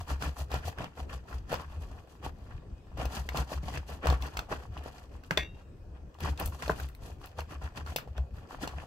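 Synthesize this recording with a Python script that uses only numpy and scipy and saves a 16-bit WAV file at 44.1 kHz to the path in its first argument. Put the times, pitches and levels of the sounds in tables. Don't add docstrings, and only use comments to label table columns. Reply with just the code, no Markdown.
import sys
import numpy as np
from scipy import signal
from scipy.fft import rfft, irfft, next_fast_len
from scipy.io import wavfile
from scipy.ndimage import uniform_filter1d

SR = 44100
rng = np.random.default_rng(int(sys.argv[2]) if len(sys.argv) > 2 else 0)


def inscribe(sig):
    pcm = np.round(np.clip(np.atleast_2d(sig).T, -1, 1) * 32767)
    wavfile.write(sys.argv[1], SR, pcm.astype(np.int16))


N = 391026

# t/s, level/dB, ring f/Hz, grit level/dB and treble tick level/dB (both against the crack level)
CRACK_EVENTS = [(0.223, -20.5, 1330, -10.5, -34), (0.516, -22.5, 620, -11, -29),
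                (0.541, -19.5, 635, -15, -19), (0.681, -22.5, 730, -19, -13), (0.785, -25, 1590, -37, -40),
                (0.842, -27, 970, -13, -33), (1.518, -21, 980, -30, -35), (1.528, -16, 656, -32, -29),
                (1.541, -16, 1105, -19, -24), (2.973, -31.5, 673, -23, -20), (3.054, -21.5, 708, -11, -16),
                (3.177, -37, 647, -15, -22), (3.289, -19.5, 1870, -6.5, -25), (3.371, -29, 664, 6, -5),
                (3.519, -23, 669, -19, -31), (3.739, -30, 1851, -21, -33), (3.774, -21.5, 1713, -21, -35),
                (4.029, -34, 612, -19, -31), (4.057, -17.5, 658, -41, -36), (4.07, -14.5, 1170, -10, -23),
                (4.083, -44, 1220, -21, -28), (4.1, -20.5, 1094, -5.5, -33), (4.113, -32, 1085, -14, -28),
                (4.125, -18, 760, -33, -35), (4.14, -32, 2292, -17, -35), (4.222, -37.5, 759, 8, -13),
                (4.37, -21, 1270, -5, -30), (4.391, -19.5, 1345, -6.5, -25), (4.491, -37, 645.4, -29, -32),
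                (4.776, -32.5, 2912, -24, -41), (5.236, -39.5, 1500, -7.5, -25),
                (5.309, -8.5, 1683, -37, -54), (5.374, -9.5, 3515, -11, -37), (6.187, -38, 765.5, -17, -21),
                (6.143, -53, 2990, 1, -15), (6.204, -35.5, 676, -3, -3.5), (6.375, -47, 790, 9.5, -25),
                (6.398, -33, 774, 1.5, 10.5), (6.458, -42.5, 657, -17, 19), (6.474, -34, 590, -9, 1),
                (6.623, -23, 1858, -12, -40), (6.679, -21.5, 631, -11, -38), (6.699, -14.5, 995, -31, -35),
                (6.71, -22, 1500, -23, -30), (6.799, -25, 1451, -26, -12), (6.887, -42, 2000, -10, 0),
                (6.949, -46, 1988, -2, 0), (7.258, -54, 2500, 8, 15.5), (7.271, -60, 2545, 14, 10),
                (7.385, -41.5, 665, 6, -19), (7.405, -32, 2780, -5, -9), (7.774, -34, 1261, 2, -28),
                (7.863, -31.5, 1261, -10, -33), (7.961, -17.5, 795, 0.5, -3),
                (7.985, -22.5, 1422, -15, -24), (8.075, -36.5, 599, -39, -39.5),
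                (8.178, -37.5, 603.6, 0.5, -38), (8.641, -32, 676.6, -4, -29), (8.675, -23, 960, -6, -24)]


def amp(db):
    return 10 ** (np.asarray(db) / 20)


def evened(x):
    return x / np.sqrt(np.mean(x ** 2) + 1e-20)


def read(points, hz):
    f, value = np.transpose(points)
    return np.interp(np.log(hz + 1), np.log(f + 1), value)


def curve(rows):
    s, *columns = np.transpose(rows)
    return [np.interp(np.arange(N) / SR, s, column) for column in columns]


def add(mix, s, sound):
    part = mix[round(s * SR):][:len(sound)]
    part += sound[:len(part)]


def drift(shape, width):
    once = uniform_filter1d(rng.standard_normal(shape), size=width)
    return evened(uniform_filter1d(once, size=width))


def causal(points, size=4096):
    hz = abs(np.fft.fftfreq(size, 1 / SR))
    log_gain = np.log(amp(np.maximum(read(points, hz), -100)))
    spectrum = np.exp(np.conj(signal.hilbert(log_gain)))
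    return np.fft.ifft(spectrum).real[:size // 2]


def coloured(x, response):
    return evened(signal.oaconvolve(x, response[None], axes=1)[:, :N])


def ring(hz, t60, length):
    t = np.arange(round(length * SR)) / SR
    return np.sin(2 * np.pi * hz * t) * amp(-60 * t / t60)


def resonate(x, hz, width):
    turn = np.exp(2j * np.pi * np.cumsum(hz) / SR)
    pole = np.exp(-np.pi * width / SR)
    smoothed = signal.lfilter([1 - pole], [1, -pole], x / turn)
    return 2 * (turn * smoothed).real


def ears(x, spread_s):
    # f/Hz, likeness (held within 0 to 1)
    likeness = [(60, 1), (180, 1), (550, 0.8), (1650, 0.0036), (4970, -0.26), (15000, -0.87)]
    size = 2048
    decay = np.exp(-np.arange(size) / (spread_s * SR))
    scatter = rfft(rng.standard_normal((2, size)) * decay)
    scatter /= np.sqrt(uniform_filter1d(abs(scatter) ** 2, size=60, axis=1))
    same = np.clip(read(likeness, np.fft.rfftfreq(size, 1 / SR)), 0, 1)
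    paths = irfft(np.sqrt(same) + np.sqrt(1 - same) * scatter)
    lead = size // 8
    paths = np.roll(paths, lead, axis=1)
    return signal.oaconvolve(x[None], paths, axes=1)[:, lead:][:, :N]


def struck(hits, modes):
    mix = np.zeros(N)
    for (s, db), where in zip(hits, rng.uniform(-1.4, 1, (len(hits), len(modes)))):
        sound = sum(amp(mode_db + 3 * w) * ring(hz, t60, .6)
                    for (hz, mode_db, t60), w in zip(modes, where))
        contact = np.minimum(np.arange(len(sound)) / 50, 1)
        add(mix, s, amp(db) * sound * contact)
    return .8 * mix + .4 * ears(mix, .0004)


def room_tone():
    # f/Hz, relative level per Hz/dB
    tone_spectrum = [(15, -11), (30, -10.5), (60, 6.5), (150, -13), (500, -20.5), (1200, -35),
                     (2500, -44.5), (8300, -52), (9000, -58.5), (16000, -57)]
    # f/Hz, level/dB rms
    whine_tones = [(2514, -84), (8360, -97)]
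    room_db, patch_db = -46, 3.5
    frames, hz = N // 512 + 5, np.fft.rfftfreq(2048, 1 / SR)
    a, b, c, d, patches = rng.standard_normal((frames, len(hz), 5)).T
    patches = uniform_filter1d(patches, size=20, axis=0)
    patches = evened(uniform_filter1d(patches, size=8, axis=1))
    same = np.clip(1 / (1 + (hz / 500) ** 2), 0, 1)[:, None]
    left = a + 1j * b
    right = same * left + np.sqrt(1 - same ** 2) * (c + 1j * d)
    frames_lr = np.array([left, right]) * amp(read(tone_spectrum, hz)[:, None] + patch_db * patches)
    noise = evened(signal.istft(frames_lr, nperseg=2048, noverlap=1536)[1][:, :N])
    tones = sum(amp(db) * evened(resonate(rng.standard_normal(N), np.full(N, f), 12))
                for f, db in whine_tones)
    return amp(room_db) * noise + tones


def kitchen(x):
    low_t60, bright_t60 = 0.2, 0.042
    t = np.arange(SR // 2) / SR
    noise = rng.standard_normal((2, 2, len(t))) * (t > .004)
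    low = signal.lfilter([1], [1, -.8], noise[0]) * amp(-60 * t / low_t60)
    bright = noise[1] * amp(-60 * t / bright_t60)
    tail = evened(low) + .5 * evened(bright)
    return signal.fftconvolve(x, tail / np.linalg.norm(tail[0]), axes=1)[:, :N]


def worktop():
    # peak t/s, relative level/dB, f/Hz (before wobble)
    hand_shoves = [(0.0, -37.5, 82.2), (0.13, -29, 70.7), (0.28, -29, 67.9), (0.42, -31.5, 69.5),
                   (0.55, -30.5, 67.1), (0.67, -34, 79.8), (1.03, -37, 68.8), (1.16, -36, 62),
                   (1.36, -35.5, 65.55), (1.58, -43.5, 74.8), (1.68, -43.5, 77.7), (1.78, -36, 75.7),
                   (2.27, -42, 61), (3.0, -37, 61.05), (3.06, -31.5, 61.8), (3.21, -35, 67.8),
                   (3.31, -36.5, 63.96), (3.41, -29.5, 61.95), (3.58, -31.5, 63.6), (3.68, -38, 61.3),
                   (3.78, -35.5, 76.04), (3.93, -39, 70.3), (4.1, -21, 66.6), (4.14, -25, 66.96),
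                   (4.23, -31, 67.5), (4.58, -39.5, 68.7), (4.79, -37, 68.5), (5.38, -38.5, 66),
                   (5.95, -45.5, 65), (6.24, -32, 80.1), (6.31, -28, 71.9), (6.44, -37, 73.5),
                   (6.54, -41, 69.54), (6.67, -36, 67.7), (6.72, -32.5, 67.5), (6.84, -33.5, 68.85),
                   (7.13, -44.5, 76.9), (7.41, -35.5, 78), (7.57, -39.5, 66.5), (7.65, -35.5, 65),
                   (7.83, -37, 74.03), (7.9, -38.5, 71.94), (8.205, -27, 67), (8.33, -40.5, 63.1),
                   (8.68, -41.5, 65.8), (8.76, -36, 70.2)]
    swell_db_per_s, hold_s, settle_db_per_s, rest_db = 506, 0.015, 325, -67
    level, t = np.full(N, amp(rest_db)), np.arange(N) / SR
    for s, db, _ in hand_shoves:
        at = slice(max(round((s - .15) * SR), 0), round((s + .25) * SR))
        before = np.maximum(s - hold_s / 2 - t[at], 0)
        after = np.maximum(t[at] - s - hold_s / 2, 0)
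        shape_db = db - swell_db_per_s * before - settle_db_per_s * after
        level[at] = np.maximum(level[at], amp(shape_db))
    pitch_wobble, level_wobble = drift((2, N), 500)
    turns = np.cumsum(curve(hand_shoves)[1] * (1 + 0.051 * pitch_wobble)) / SR
    octave = amp(-16.5) * np.cos(4 * np.pi * turns + 1)
    swing = np.cos(2 * np.pi * turns) + octave
    return np.sqrt(2) * level * amp(1.2 * level_wobble) * swing


def board():
    # t/s, ring relative level/dB, thud relative level/dB
    board_knocks = np.array([(5.313, -34, -27), (5.374, -15.5, -35), (6.6954, -9, -27), (8.18, -29.5, -46)])
    # f/Hz, relative level/dB, t60/s
    wood_modes = [(438, -10, 0.037), (615, -2.5, 0.024), (840, -13.5, 0.041), (1028, -13, 0.039),
                  (1500, -7.5, 0.013)]
    # f/Hz, relative level/dB, t60/s
    rocking_mode = [(166, 0, 0.086)]
    return struck(board_knocks[:, :2], wood_modes) + struck(board_knocks[:, ::2], rocking_mode)


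def blade():
    # f/Hz, relative level/dB, t60/s
    blade_modes = [(1570, -8, .09), (1690, -4, .11), (1880, 0, .12), (2070, -3, .12), (2150, -3, .11),
                   (2330, -4, .1), (2550, -1, .12), (2745, -11, .45), (3220, -9, .08), (3484, 2, .13),
                   (3765, -13, .45), (4630, -11, .13), (5911, -12, .14), (7300, -16, .05), (10200, -28, .1),
                   (11820, -27, .1), (14640, -26, .12)]
    # t/s, relative level/dB
    chatter_hits = [(5.372, -34), (5.374, -31), (5.3805, -34), (5.392, -41), (5.399, -42), (5.405, -40),
                    (5.414, -43), (5.426, -45)]
    rattle_db = 3.
    return struck(chatter_hits, blade_modes) * amp(rattle_db * drift(N, 200))


def cracks():
    # f/Hz, relative level per Hz/dB
    snap_spectrum = [(1000, -23.5), (2400, 5.5), (4500, -1), (8000, -8.5), (11000, -19.5)]
    # f/Hz, relative level per Hz/dB
    tick_spectrum = [(6000, -12), (9500, -2), (13000, -1), (16000, -5)]
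    crack_db_per_s, tail_db, tail_db_per_s = 4995.5, -20, 427
    ring_share, ring_t60_s = 1.2, .009
    mix, t = np.zeros(N), np.arange(4400) / SR
    decay = amp(-crack_db_per_s * t) + amp(tail_db - tail_db_per_s * t)
    envelope = decay * np.minimum(t / .001, 1)
    snap, tick = causal(snap_spectrum), causal(tick_spectrum)
    noises = rng.standard_normal((len(CRACK_EVENTS), len(t)))
    for (s, crack_db, hz, grit_db, tick_db), noise in zip(CRACK_EVENTS, noises):
        burst = noise * envelope
        mid = signal.oaconvolve(burst, snap)[:len(t)]
        high = signal.oaconvolve(burst, tick)[:len(t)]
        body = ring_share * ring(hz, ring_t60_s, len(t) / SR) + resonate(burst, hz + 0 * t, 570)
        sound = 0.73 * body + amp(grit_db) * mid / abs(mid).max() + amp(tick_db) * high / abs(high).max()
        add(mix, s, amp(crack_db) * sound)
    return ears(mix, .001)


def snaps(per_s, spread_db, hiss_db, clump_db, spots_hz, cycles):
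    clumps = amp(clump_db * drift(N, 250))
    happens = rng.random(N) < per_s / SR
    size = amp(spread_db * np.minimum(rng.exponential(1, N), 3)) * happens
    hiss = amp(hiss_db) * rng.standard_normal(N)
    grains = clumps * (evened(size * rng.standard_normal(N)) + hiss)
    spot, mix = rng.integers(0, len(spots_hz), N), 0
    for k, hz in enumerate(spots_hz):
        response = np.diff(ring(hz, cycles / hz, 0.069))
        rung = evened(signal.oaconvolve(grains * (spot == k), response)[:N])
        mix = mix + ears(rung * np.sqrt(hz / 1000), 0.0039)
    return mix


def stroke(start, end, force_db):
    arch_db, sag_db, rise_db_per_s, fade_db_per_s = 6.5, 1.5, 874, 443.5
    drag_db, drag_db_per_s = -21.5, 120
    at = np.arange(max(round((start - .12) * SR), 0), min(round((end + .12) * SR), N))
    t = at / SR
    along = np.clip((t - start) / (end - start), 0, 1)
    before, after = np.maximum(start - t, 0), np.maximum(t - end, 0)
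    arch = sag_db * (.5 - along) + arch_db * np.sin(np.pi * along)
    cut_db = arch - rise_db_per_s * before - fade_db_per_s * after
    return at, force_db + np.maximum(cut_db, drag_db - drag_db_per_s * (before + after))


def sawing():
    # start t/s, end t/s, force level/dB, fizz against force level/dB, hollow ring f/Hz
    saw_strokes = [(0.0, 0.017, -53, -11.5, 732), (0.081, 0.141, -46, -15, 710),
                   (0.213, 0.292, -44, -15.5, 1325), (0.368, 0.429, -54.5, -5.5, 680),
                   (0.513, 0.588, -46, -19.5, 710), (0.648, 0.699, -46, -13, 1140),
                   (0.784, 0.854, -44, -30, 1910), (0.973, 1.019, -51.5, -16, 625),
                   (1.096, 1.171, -52, -17.5, 1140), (1.276, 1.384, -57, -15, 710),
                   (1.496, 1.557, -44, -18.5, 870), (1.598, 1.628, -50.5, -19, 1070),
                   (1.686, 1.78, -61, -18, 417), (1.81, 1.854, -59.5, -14.5, 565),
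                   (1.868, 2.035, -66, -15.5, 510), (2.081, 2.155, -69.5, -7.5, 457.3),
                   (2.24, 2.272, -47, -17.5, 447), (2.348, 2.508, -71.5, -16, 890),
                   (2.48, 2.589, -65, -27, 1135), (2.62, 2.902, -78.5, -37, 700),
                   (2.985, 3.047, -42.5, -21.5, 713), (3.116, 3.208, -47, -11.5, 620),
                   (3.245, 3.288, -66, -8, 700), (3.352, 3.417, -42, -14, 700),
                   (3.491, 3.57, -50.5, -12.5, 658), (3.638, 3.747, -50, -16.5, 1650),
                   (3.731, 3.778, -49.5, -19, 1890), (3.878, 3.955, -52.5, -11.5, 629),
                   (4.036, 4.135, -42, -28, 1070), (4.215, 4.29, -49.5, -15.5, 796),
                   (4.325, 4.379, -60.5, -18, 900), (4.509, 4.541, -41, -21.5, 699),
                   (4.574, 4.661, -61.5, -16, 570), (4.727, 4.822, -58, -24, 450.6),
                   (4.842, 4.898, -55.5, -15, 466), (4.926, 5.05, -63.5, -12, 464),
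                   (5.108, 5.181, -67.5, -11, 414), (5.24, 5.306, -76, -4, 900),
                   (5.549, 5.635, -65.5, -24.5, 1500), (5.946, 5.982, -68, -38, 520),
                   (6.213, 6.312, -44, -18.5, 1022), (6.393, 6.446, -44.5, -18, 667),
                   (6.45, 6.475, -68, 11.5, 812.5), (6.529, 6.565, -58.5, -9, 910),
                   (6.597, 6.708, -51.5, -12, 919), (6.76, 6.86, -54, -11.5, 1345),
                   (7.02, 7.125, -60.5, -9, 462), (7.211, 7.289, -62.5, -10.5, 710),
                   (7.384, 7.401, -49, -15, 546), (7.499, 7.548, -53, -16.5, 1300),
                   (7.621, 7.675, -51.5, -18.5, 451), (7.763, 7.792, -45.5, -21, 1270),
                   (7.869, 7.938, -51, -17, 1140), (8.164, 8.19, -55.5, -33, 590),
                   (8.348, 8.419, -63, -14, 717), (8.43, 8.455, -64.5, -32, 615),
                   (8.496, 8.563, -56, -16, 730), (8.613, 8.656, -42.5, -17.5, 1500),
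                   (8.687, 8.758, -59, -21, 970), (8.775, 8.851, -55, -18, 746)]
    # f/Hz, relative level per Hz/dB
    crust_spectrum = [(59, -40.5), (100, 4), (232, -9.5), (654, -11), (1850, -15), (2320, -16.5),
                      (3000, -16.5), (3900, -28.5), (6600, -120)]
    grit_spectrum = [(1200, -64.5), (2500, 2.5), (4500, 3), (8000, -9.5), (10000, -25.5)]
    fizz_spectrum = [(3530, -30), (6000, -7), (8970, -12.5), (15100, -13), (16000, -42.5)]
    rustle_db = -72
    grit_offset_db, grit_share = -0.5, 0.61
    crumble_db, crumble_db_per_s = -26.5, 334
    crumble_grit_db, crumble_fizz_db = -13.5, -20.5
    hollow_db, hollow_wander = -7, .3

    body, grit, fizz = amp(rustle_db + np.array([[0], [-10], [-22]])) * np.ones(N)
    for start, end, force_db, fizz_db, _ in saw_strokes:
        at, now_db = stroke(start, end, force_db)
        body[at] += amp(now_db)
        grit[at] += amp(now_db + grit_offset_db + grit_share * fizz_db)
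        fizz[at] += amp(now_db + fizz_db)
    for s, crack_db, *_ in CRACK_EVENTS:
        shed = amp(crack_db + crumble_db - crumble_db_per_s * np.arange(SR // 6) / SR)
        for layer, db in ((body, 0), (grit, crumble_grit_db), (fizz, crumble_fizz_db)):
            add(layer, s, amp(db) * shed)

    tears = snaps(1500, 4.1, -3, 1.97, np.geomspace(150, 5000, 10), 5.)
    crumbs = snaps(6000, 3.1, -1.6, 2.5, np.geomspace(1500, 14000, 7), 3.)
    hollow_hz = curve([(s, row[-1]) for row in saw_strokes for s in row[:2]])[0]
    wandering_hz = hollow_hz * np.exp(hollow_wander * drift(N, 600))
    hollow = evened(resonate(tears, wandering_hz, 257))
    low = coloured(tears, causal(crust_spectrum)) + amp(hollow_db) * hollow
    mid = coloured(evened(tears) + 1.46 * evened(crumbs), causal(grit_spectrum))
    high = coloured(crumbs, causal(fizz_spectrum))
    return body * low + grit * mid + fizz * high


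def scene():
    near = sawing() + cracks() + board() + blade()
    return near + amp(-18.5) * kitchen(near) + worktop() + room_tone()


def record(dry):
    # f/Hz, left over right level/dB
    left_lean = [(60, 1.6), (1000, 1.3), (6000, 2.), (15000, 4.5)]
    edge_hz = 15800
    size = next_fast_len(N)
    lean = read(left_lean, np.fft.rfftfreq(size, 1 / SR)) / 2
    tilted = irfft(rfft(dry, size) * amp([lean, -lean]), size)[:, :N]
    low_pass = signal.firwin(511, edge_hz, window=("kaiser", 9), fs=SR)
    return signal.oaconvolve(tilted, low_pass[None], "same")


dry = scene()
out = record(dry)
inscribe(out)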